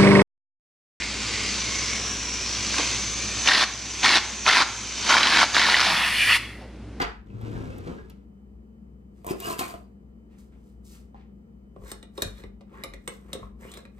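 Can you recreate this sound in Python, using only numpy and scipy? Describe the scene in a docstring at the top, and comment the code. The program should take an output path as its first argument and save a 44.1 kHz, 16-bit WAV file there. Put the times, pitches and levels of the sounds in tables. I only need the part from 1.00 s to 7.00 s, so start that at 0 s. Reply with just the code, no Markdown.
"""A steady hiss of cream opens the scene: a can of whipped cream is sprayed over a dessert in a kitchen.
The hiss is turbulent noise with foam clicks, a nozzle resonance and a valve whistle.
As the can runs low, gas pockets splutter as clumped bursts and bubble pings; dry gas then excites resonances.
A mains sine, a refrigerator's drone and the room lie underneath, and a dull bump follows the end of the spray.
An automatic gain control lowers everything after loud spurts and recovers slowly."""
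import sys
import numpy as np
from scipy import signal
from scipy.fft import rfft, irfft
from scipy.io import wavfile
from scipy.ndimage import uniform_filter1d, minimum_filter1d, map_coordinates

SR = 44100
rng = np.random.default_rng(int(sys.argv[2]) if len(sys.argv) > 2 else 0)


def to_wav(s):
    """Save 16-bit WAV."""
    ch = np.atleast_2d(s).T  # columns
    pcm = np.round(np.clip(ch, -1, 1) * 32767)  # PCM
    wavfile.write(sys.argv[1], SR, pcm.astype(np.int16))


N = 264600
TIME = np.arange(N) / SR  # s


def gain_of(db):
    """Decibel law: 20 dB is a factor of ten in amplitude."""
    return 10 ** (np.asarray(db) / 20)


def evened(x):
    """Power normalization: scales a signal to rms 1."""
    return x / np.sqrt(np.mean(x ** 2) + 1e-20)


def read(points, hz):
    """Log-frequency interpolation: reads a table of values over pitch."""
    f, value = np.transpose(points)
    return np.interp(np.log(hz + 1), np.log(f + 1), value)


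def controls(rows):
    """Linear interpolation in time: one curve for each column after start_s."""
    s, *columns = np.transpose(rows)
    return [np.interp(TIME, s, c) for c in columns]


def noise():
    """White noise: equal power at all frequencies."""
    return rng.standard_normal(N)


def wander(rate_hz):
    """Low-passed noise: slow random variation of rms 1."""
    hz = np.fft.rfftfreq(N, 1 / SR)
    spectrum = rfft(noise()) * np.exp(-(hz / rate_hz) ** 2)
    return evened(irfft(spectrum, N))


def colour(x, points, size=4096):
    """Minimum-phase filtering: a causal filter of energy 1 whose spectrum follows the table."""
    hz = abs(np.fft.fftfreq(size, 1 / SR))
    log_gain = np.log(gain_of(read(points, hz)))
    response = np.exp(np.conj(signal.hilbert(log_gain)))
    taps = np.fft.ifft(response).real[:size // 2]
    return signal.oaconvolve(x, taps / np.linalg.norm(taps))[:N]


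def resonate(x, hz, width, db, bend=1, drift=.014, drift_hz=4):
    """Resonance: two equal peak filters in series; a warped clock bends and drifts the pitch."""
    b, a = signal.iirpeak(hz, hz / width, SR)
    rung = signal.lfilter(b, a, signal.lfilter(b, a, x))
    clock = np.cumsum(bend * np.exp(drift * wander(drift_hz)))
    warped = map_coordinates(rung, [clock], order=3, mode="mirror")
    return gain_of(db) * evened(warped)


def bursts(per_s, spread_db):
    """Poisson process: clicks at random moments, many small and a few large."""
    size = gain_of(spread_db * np.minimum(rng.exponential(1, N), 4))
    sign = rng.choice([-1, 1], N)
    return evened(size * sign * (rng.random(N) < per_s / SR))


def ping(hz, ring_cycles):
    """Damped oscillation: a bubble swells within a cycle, then decays at its own pitch; peak 1."""
    cycles = hz * TIME[:1500]
    swell = (1 - np.exp(-2 * cycles)) ** 2
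    wave = np.sin(2 * np.pi * cycles) * swell * np.exp(-cycles / ring_cycles)
    return wave / abs(wave).max()


def held_db(start, end, rise_s, fall_s):
    """Exponential onset and decay: full from start to end; rise_s and fall_s are for 20 dB."""
    early = np.maximum(start - TIME, 0) / rise_s
    late = np.maximum(TIME - end, 0) / fall_s
    return np.maximum(-20 * (early + late), -200)


SHUT_S, SHUT_FALL_S = 5.364, .02


def valve_db():
    """Flow control: the valve stays open until the finger lets go."""
    return held_db(0, SHUT_S, 1, SHUT_FALL_S)


def depth_s(start, end):
    """Distance in time to the nearer end of a gas pocket; zero outside it."""
    return np.maximum(np.minimum(TIME - start, end - TIME), 0)


SIZZLE_HZ, SIZZLE_WIDTH_HZ = 4700, 1400  # the band of the hiss that answers most to the flow
# Level of the hiss's upper middle: start_s [s], level_db [dB]
SIZZLE_LEVEL = [(.2, 0.5), (.88, 2), (1.05, -7), (1.3, -4), (1.48, 2), (2.8, 0), (3.85, -2.5), (4.09, 4.5)]


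def sizzle(x):
    """Band emphasis: a faster jet sizzles more in the upper middle; a slow one sounds hollow."""
    b, a = signal.iirpeak(SIZZLE_HZ, SIZZLE_HZ / SIZZLE_WIDTH_HZ, SR)
    band = signal.lfilter(b, a, x)
    return x + band * (gain_of(controls(SIZZLE_LEVEL)[0]) - 1)


# Relative spectrum of the turbulent hiss: pitch_hz [Hz], level_db [dB]
JET_COLOUR = [(100, -19), (300, -0.5), (680, -8), (1050, -2), (1600, -3.5), (2400, -3), (3300, -0.5),
              (4600, 0.5), (6500, -3), (7600, -6), (8600, -15.5), (10000, -21.5), (11500, -66),
              (15000, -48)]
# Cream flow, set by the finger on the valve until the can runs low: start_s [s], level_db [dB]
CREAM_FLOW = [(0, -31.5), (.15, -31), (.35, -28), (.75, -29.5), (.95, -29), (1.08, -30), (1.33, -32.5),
              (1.66, -29), (1.8, -25.5), (1.92, -28.5), (2.15, -32), (2.42, -29.5), (2.78, -33),
              (2.98, -28.5), (3.4, -31.5), (3.92, -28.5), (4.09, -24), (4.48, -28), (5.36, -76)]
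# The nozzle's ring as the cream shifts in it: start_s [s], pitch_hz [Hz], level_db [dB over the hiss]
RING = [(0, 2063, 7.5), (.24, 2370, 0), (.36, 2128, 4.5), (.6, 2381, 1), (.8, 2133, 6.5), (.93, 2140, 3.5),
        (1.04, 2226, -7), (1.28, 2435, 4.5), (1.53, 2400, -6), (1.96, 2198, 0.5), (2.25, 2416, 0)]
# Pitch of the valve's whistle: start_s [s], pitch_hz [Hz]
WHISTLE_PITCH = [(.8, 6010), (1.0, 5810), (1.5, 5840), (1.9, 6133), (4.1, 6127), (4.42, 6390)]
# Resonances: pitch_hz, width_hz of each filter, level_db before the moving levels
NOZZLE_RING, VALVE_WHISTLE = (2250, 480, -11.5), (6030, 790, -6)
UPPER_RING, UPPER_RING_GROWTH = (2680, 840, -12.5), 1  # in a fast jet; extra dB per dB of flow
FAST_FLOW_DB = -29.5  # flow of a fast jet
WHISTLE_DB, WHISTLE_FLOW_DB = 1.5, -30.5  # the whistle's moving level at this flow
WHISTLE_YIELD = 0.64  # it stands out less as the valve opens (dB per dB)
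WHISTLE_BUILD_S = 0.61  # it takes this long to build
KICK_DB, KICK_S, KICK_POCKET_DB = 14, 0.023, -13.5  # overblowing by a pocket of this strength
CREAM_PARTING_DB_PER_S = 49  # the deeper into a pocket, the less cream passes


def jet(flutter_db=0.5, foam=0.49, body_db=-1.96, waver_db=1.0, build_rise_s=0.5, slack_db=3):
    """Turbulence noise: eddies and tiny foam bubbles hiss, the nozzle rings and the valve slit whistles."""
    flow_db, (ring_hz, ring_db) = controls(CREAM_FLOW)[0], controls(RING)
    parted_db = CREAM_PARTING_DB_PER_S * sum(depth_s(start, end) for start, end, *_ in SPURTS)

    foamy = evened(noise() + foam * bursts(per_s=2500, spread_db=9.0))
    body = gain_of(body_db) * colour(foamy, JET_COLOUR)

    ring = resonate(noise(), *NOZZLE_RING, bend=ring_hz / NOZZLE_RING[0])
    ring = gain_of(ring_db + waver_db * wander(4.0)) * ring
    upper_db = UPPER_RING_GROWTH * np.minimum(flow_db - FAST_FLOW_DB, 2)
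    ring = ring + gain_of(upper_db) * resonate(noise(), *UPPER_RING)

    # each pocket overblows the whistle around its start, weaker ones less
    kick = sum(np.exp(-abs(TIME - start) / KICK_S) * gain_of(db - KICK_POCKET_DB)
               for start, _, db, *_ in SPURTS)
    yield_db = WHISTLE_YIELD * np.maximum(flow_db - WHISTLE_FLOW_DB, -slack_db)
    build_db = held_db(WHISTLE_BUILD_S, SHUT_S, build_rise_s, 1)
    whistle_db = WHISTLE_DB - yield_db + KICK_DB * kick + build_db
    whistle_bend = controls(WHISTLE_PITCH)[0] / VALVE_WHISTLE[0]
    whistle = resonate(noise(), *VALVE_WHISTLE, bend=whistle_bend)
    whistle = gain_of(whistle_db + waver_db * wander(5.2)) * whistle

    level_db = flow_db - parted_db + valve_db() + flutter_db * wander(110)
    return gain_of(level_db) * (sizzle(body) + ring + whistle)


# Gas pockets breaking through the cream: start_s [s], end_s [s], level_db [dB, before the splutter's trim],
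# rise_s [s per 20 dB, before the start], fall_s [s per 20 dB, after the end], core_change_db [dB],
# gurgle_db [dB over the crackle's strength], core_pitch_hz [Hz, gurgle in the core]
SPURTS = [(0, 0.02, -46, .015, .15, 0, -26, 1000), (1.784, 1.811, -31.5, 0.027, 0.041, 2, 6, 807),
          (2.485, 2.639, -13.5, 0.032, 0.014, -4, -3, 1848),
          (3.048, 3.175, -13.5, 0.027, 0.024, -3.5, 0, 1850),
          (3.474, 3.627, -14.5, 0.019, 0.015, 3.5, 4, 1549),
          (4.104, 4.438, -14.5, 0.057, 0.023, -6, 5, 1350), (4.549, 4.862, -17, 0.022, 0.29, -1.5, 0, 1756)]
GURGLE = (1020, 610, -8)  # pitch_hz at the ends of a pocket, width_hz of each filter, level_db
WET_EDGE_S, CORE_GURGLE_DB = 0.13, -7  # a pocket is wet at both ends; its core gurgles less
OPENING_S = .022  # the gurgle's pitch shifts as a pocket opens the nozzle, and returns as the cream closes in


def pockets():
    """Two-phase flow: amplitudes of crackle and gurgle, and the gurgle's pitch, over all gas pockets."""
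    crackle, gurgle, shift_hz = np.zeros((3, N))
    for start, end, db, rise_s, fall_s, core_change_db, gurgle_db, core_hz in SPURTS:
        depth = depth_s(start, end)
        core = 1 - np.exp(-depth / WET_EDGE_S)
        envelope_db = held_db(start, end, rise_s, fall_s) + valve_db()
        strength = gain_of(db + envelope_db + core_change_db * core)
        crackle += strength
        gurgle += strength * gain_of(gurgle_db + CORE_GURGLE_DB * core)
        shift_hz += (core_hz - GURGLE[0]) * (1 - np.exp(-depth / OPENING_S))
    return crackle, gurgle, GURGLE[0] + shift_hz


def bubbles(low_hz=950, high_hz=4800, ring_cycles=3.0, count=30):
    """Bubble resonance: bubbles of many sizes each ring for a few cycles at their own pitch."""
    pops, kind = bursts(per_s=750, spread_db=5.5), rng.integers(0, count, N)
    out = np.zeros(N)
    for k, hz in enumerate(np.geomspace(low_hz, high_hz, count)):
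        sound = ping(hz, ring_cycles) * np.sqrt(hz)  # evens the energy of short and long pings
        out += signal.oaconvolve(pops * (kind == k), sound)[:N]
    return evened(out)


# Relative spectrum of the bursting pockets: pitch_hz [Hz], level_db [dB]
POP_COLOUR = [(90, -34), (180, -9.5), (320, -4.5), (530, -12.5), (750, -4), (1000, -2.5), (1400, -3.5),
              (1850, 0), (2600, -3), (4000, 0), (5500, -5.5), (7500, -18.5), (10000, -25), (11500, -68),
              (14500, -38)]
BUBBLY, BIG_POPS, RUSH = .52, .85, 1.25  # shares of ringing bubbles, big pops and smooth rush


def splutter(clump_db=2.0, level_db=1.5, lurch_db=3):
    """Impulsive noise: gas pockets burst in quick clumps among ringing bubbles, and gurgle in the nozzle."""
    strength, gurgling, gurgle_hz = pockets()
    clumps = wander(380)
    clumps = clumps - uniform_filter1d(clumps, size=1300)  # the can's pressure keeps the mean flow even
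    small, large = bursts(per_s=2200, spread_db=0.5), bursts(per_s=420, spread_db=2.5)
    crackle = evened(colour(small + BIG_POPS * large + RUSH * noise(), POP_COLOUR))
    crackle = evened(crackle + BUBBLY * bubbles())
    bend = gurgle_hz / GURGLE[0]
    gurgle = resonate(large + noise(), *GURGLE, bend=bend, drift=.13, drift_hz=45.18)
    gurgle = gain_of(lurch_db * wander(83)) * gurgle
    return gain_of(level_db + clump_db * clumps) * (strength * crackle + gurgling * gurgle)


def plate_echo(x, delay_s=0.001568, sway=0.259):
    """Comb filtering: the can circles over the plate, so the echo's drifting delay sweeps the colour."""
    delay = delay_s * np.exp(sway * wander(1.4))
    return x + .17 * map_coordinates(x, [(TIME - delay) * SR], order=3)


# Decay of the room's tail: pitch_hz [Hz], t60_s [s for 60 dB]
KITCHEN = [(800, 0.7), (1800, 0.62), (2200, 0.2), (2700, 0.55), (12000, 0.66)]


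def echoes(near_db=-14, tail_db=-12.0, near_s=0.0067):
    """Early reflections and reverberation: quick counter echoes, then the tail of a hard-walled room."""
    t = TIME[:SR]
    near = rng.standard_normal(SR) * (rng.random(SR) < 1500 / SR)
    near = near * np.exp(-t / near_s) * (t > .001)
    taps = rng.standard_normal(SR) * (t > .008)
    hz, at, z = signal.stft(taps, SR, nperseg=256)
    decay = gain_of(-60 * at / read(KITCHEN, hz)[:, None])
    tail = signal.istft(z * decay, SR)[1][:SR]
    near = gain_of(near_db) * near / np.linalg.norm(near)
    return near + gain_of(tail_db) * tail / np.linalg.norm(tail)


def kitchen(x, count=12):
    """Room response: as the can moves from spot to spot, one pattern of echoes fades into the next."""
    spot = np.linspace(0, count - 1, N)
    out = np.zeros(N)
    for k in range(count):
        share = np.sqrt(np.maximum(1 - abs(spot - k), 0))
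        out += signal.oaconvolve(x * share, echoes())[:N]
    return out


BOWL_RING = (2165, 410, -26)  # pitch_hz, width_hz of each filter, level_db


def bowl(x):
    """Cavity resonance: the hollow of a dish colours the echo, which dies away in one breathy band."""
    decay = gain_of(-60 * TIME[:SR] / .6)  # 60 dB in 0.6 s
    ring = resonate(noise(), *BOWL_RING)[:SR] * decay
    return gain_of(BOWL_RING[2]) * signal.oaconvolve(x, ring / np.linalg.norm(ring))[:N]


# Relative spectrum of the room's murmur: pitch_hz [Hz], level_db [dB]
AIR = [(30, -21), (50, -12), (80, -3.5), (150, -6), (230, 1), (330, -3.5), (550, -12.5), (1000, -20),
       (2500, -24.5), (5000, -33), (10000, -44), (15000, -80)]


def air(db=-43.0):
    """Background noise: the low murmur of the room."""
    return gain_of(db) * colour(noise(), AIR)


HUM = (59.4, -41.5)  # pitch_hz, level_db (rms)
# Bands of the refrigerator's drone: pitch_hz [Hz], width_hz [Hz, of each filter], level_db [dB]
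DRONE = [(107, 22, -46), (208, 13.4, -48.5)]


def hum():
    """Tone and narrow-band noise: a clean mains hum over the soft, unsteady drone of a refrigerator."""
    hz, db = HUM
    mains = gain_of(db) * np.sqrt(2) * np.sin(2 * np.pi * (hz * TIME + rng.random()))
    return mains + sum(resonate(noise(), *band) for band in DRONE)


def port_difference(x, side_db, scatter_rad):
    """Decorrelation: what two microphone ports do not share, with ever-changing phases."""
    hz, _, z = signal.stft(x, SR, nperseg=512, noverlap=256)
    phase = np.pi / 2 + scatter_rad * rng.standard_normal(z.shape)
    level = gain_of(read(side_db, hz))[:, None]
    return signal.istft(z * np.exp(1j * phase) * level, SR)[1][:N]


# Port difference for sound straight from the can: pitch_hz [Hz], level_db [dB, difference minus sum]
DIRECT_SIDE = [(1000, -77), (2600, -57), (4400, -9), (6200, -5.5), (9000, 3), (11200, 18.5), (13500, 0)]
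# Port difference for sound from all around: pitch_hz [Hz], level_db [dB, difference minus sum]
ROOM_SIDE = [(60, -57), (400, -6.5), (1200, -28.5), (5000, -0.5)]


def ports(direct, room):
    """Spatial coherence: two close ports hear the same bass; treble and echoes reach them differently."""
    side = port_difference(direct, DIRECT_SIDE, 1.3) + port_difference(room, ROOM_SIDE, np.pi)
    return np.array([direct + room + side, direct + room - side])


# Single large bubbles at the tip; some just snap, others ring on as a wet blip:
# start_s [s], level_db [dB peak, before a common trim], pitch_hz [Hz], ring_cycles [cycles]
SPITS = [(.022, -13.5, 2300, 1), (1.7431, -13, 1960, 0.59), (1.783, -13.5, 2660, 3), (1.786, -24, 293, 2.8),
         (1.797, -25, 458, 1.1), (1.805, -12, 2980, 0.78), (2.475, 2, 2854, 1.2), (2.4844, -5, 3234, 1.6),
         (2.494, -7, 1840, 7), (2.518, -2.5, 1933, 10), (2.5326, -7, 3040, 1.6), (2.554, -5, 1940, 5.5),
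         (2.604, -8, 3900, 5.5), (2.635, -11, 1663, 4.9), (3.032, -2.5, 2352, 0.73), (3.045, 1, 3484, 1.7),
         (3.049, -4.5, 1890, 4.2), (3.063, 1, 1920, 1.3), (3.1403, -5, 1926, 2.9), (3.159, -4.5, 3890, 8.8),
         (3.463, -5, 2805, 0.62), (3.4653, 0, 2298, .8), (3.478, -6, 1350, 6.6), (3.4987, 3.5, 1740, 1.3),
         (3.534, -6, 1830, 6.06), (3.570, 5.5, 2040, 0.47), (4.093, -10, 1320, 5.8),
         (4.141, -6.5, 1447, 6.3), (4.149, -8, 1004, 2.1), (4.168, 5, 1728, 0.5), (4.413, -9, 1006, 4.4),
         (4.436, -6.5, 1000, 1.8), (4.546, -5, 3800, 2.7), (4.567, 4, 1646, 0.76), (4.595, -7.5, 1800, 6.6),
         (4.623, -7, 1890, 2.7), (4.652, -8, 1760, 13), (4.7435, 2.5, 1990, 2.3), (4.828, -12, 1129, 1.8),
         (5.310, -8, 1800, 5.7)]


def spits(level_db=-1):
    """Bubble resonance: the large bubbles sound one by one as damped oscillations."""
    out = np.zeros(N)
    for s, db, hz, ring_cycles in SPITS:
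        sound = gain_of(db + level_db) * ping(hz, ring_cycles)
        out[round(s * SR):][:len(sound)] += sound
    return out


# Resonances of the hollow nozzle: pitch_hz [Hz, at GAS_TUNED_S], width_hz [Hz, of each filter],
# level_db [dB, relative]
GAS_MODES = [(1167, 446, -9), (1880, 470, 0), (2420, 490, -1.5), (2800, 480, -2), (3410, 490, -6),
             (4420, 520, -12.5)]
# Moving level of the lowest gas resonance: start_s [s], level_db [dB]
LOW_MODE = [(4.6, -7), (5.0, 4.5), (5.15, -4), (5.23, -9), (5.3, 2.5), (5.36, 4)]
# Moving level of the third and sixth gas resonance: start_s [s], level_db [dB]
SQUEEZE = [(5.13, -3), (5.23, 6.5), (5.3, 0)]
# Relative spectrum of the fizz: pitch_hz [Hz], level_db [dB]
FIZZ = [(2000, -3), (5000, 5), (7000, -5.5), (9800, 0), (11500, -13), (14800, -14)]
# Flow of the last dry gas: start_s [s], level_db [dB, before the common trim]
GAS_FLOW = [(4.6, -26), (4.85, -23), (5.02, -15.5), (5.11, -20), (5.21, -19), (5.265, -20), (5.303, -12.5),
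            (5.33, -15), (5.36, -15.5)]
RUNS_LOW_S, DRYING_S = 4.1, 0.3  # pockets carry dry gas in full from here; rise time for 20 dB
POCKET_GAS_DB = -8.5  # dry gas under a pocket's strength
FIZZ_DB, FIZZ_FLOW_DB = -6.5, -19  # fizz over the gas at the shut, up to this flow
FIZZ_YIELD = 1  # it stands out less in a strong rush (dB per dB)
FIZZ_GROWTH_DB_PER_S = 15.5  # it grows as the nozzle dries
GAS_CLIMB_PER_S, GAS_TUNED_S = .14, 5.2  # resonances rise as the hollow empties; listed pitch at this time


def dry_gas(flutter_db=0.0, waver_db=1.5, level_db=-1):
    """Cavity resonance: with little cream to damp it, the hollow nozzle sounds under a fine fizz."""
    rush_s = GAS_FLOW[0][0]
    in_pockets = pockets()[0] * gain_of(POCKET_GAS_DB + held_db(RUNS_LOW_S, SHUT_S, DRYING_S, 1))
    last_rush = gain_of(controls(GAS_FLOW)[0] + held_db(rush_s, SHUT_S, DRYING_S, SHUT_FALL_S))
    flow_db = 20 * np.log10(np.hypot(in_pockets, last_rush))

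    emptying_s = np.clip(TIME, rush_s, SHUT_S)
    climb = 1 + GAS_CLIMB_PER_S * (emptying_s - GAS_TUNED_S)
    low_gain, squeeze_gain = gain_of(controls(LOW_MODE)[0]), gain_of(controls(SQUEEZE)[0])
    moving_gain = [low_gain, 1, squeeze_gain, 1, 1, squeeze_gain]  # one for each mode
    hollow = np.zeros(N)
    for mode, gain in zip(GAS_MODES, moving_gain):
        ring = resonate(noise(), *mode, bend=climb, drift=.025, drift_hz=8)
        hollow += gain * ring * gain_of(waver_db * wander(22))

    growth_db = FIZZ_GROWTH_DB_PER_S * (emptying_s - SHUT_S)
    fizz_db = FIZZ_DB + growth_db - FIZZ_YIELD * np.maximum(flow_db - FIZZ_FLOW_DB, 0)
    fizz = gain_of(fizz_db) * colour(noise(), FIZZ)
    return gain_of(level_db + flow_db + flutter_db * wander(120)) * (evened(hollow) + fizz)


THRUM = (183, 71, -31.5)  # pitch_hz, width_hz of each filter, level_db before the swell
THRUM_S, THRUM_HALF_LENGTH_S = 4.94, .06  # centre and spread


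def thrum():
    """Narrow-band noise: a brief low thrum, as the gas blows onto the dessert."""
    swell = np.exp(-((TIME - THRUM_S) / THRUM_HALF_LENGTH_S) ** 2)
    return swell * resonate(noise(), *THRUM)


def soft_bump(s=5.622, length=0.039, db=-43):
    """Low-passed transient: a dull bump as the arm draws back."""
    spectrum = [(100, -46), (500, 11.5), (1100, -3), (5000, -12), (12000, -57)]  # (Hz, dB)
    swell = np.exp(-((TIME - s) / length) ** 2)
    return gain_of(db) * swell * colour(noise(), spectrum)


def scene():
    """Superposition: the can, its echoes and the kitchen's own sounds add up at the two ports."""
    can = plate_echo(jet() + splutter() + spits() + dry_gas()) + soft_bump() + thrum()
    return ports(can, kitchen(can) + bowl(can) + air()) + hum()


EDGE_HZ = 15300  # upper band limit


def record(dry, threshold_db=-14, recover_db_per_s=5.0):
    """Dynamic compression: gain falls quickly and recovers slowly; then a peak limiter and a band limit."""
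    power = abs(uniform_filter1d((dry ** 2).mean(0), size=500))
    power_db = 10 * np.log10(power + 1e-12)
    fall = TIME * recover_db_per_s
    held_power_db = np.maximum.accumulate(power_db + fall) - fall  # peaks, sinking at the recovery rate
    over_db = np.maximum(held_power_db - threshold_db, 0)
    ducked = dry / gain_of(uniform_filter1d(over_db, size=150))

    headroom = .85 / np.maximum(abs(ducked).max(0), .85)
    limited = ducked * uniform_filter1d(minimum_filter1d(headroom, size=61), size=61)
    low_pass = signal.firwin(511, EDGE_HZ, window=("kaiser", 9), fs=SR)
    return signal.oaconvolve(limited, low_pass[None], "same")


dry = scene()
out = record(dry)
to_wav(out)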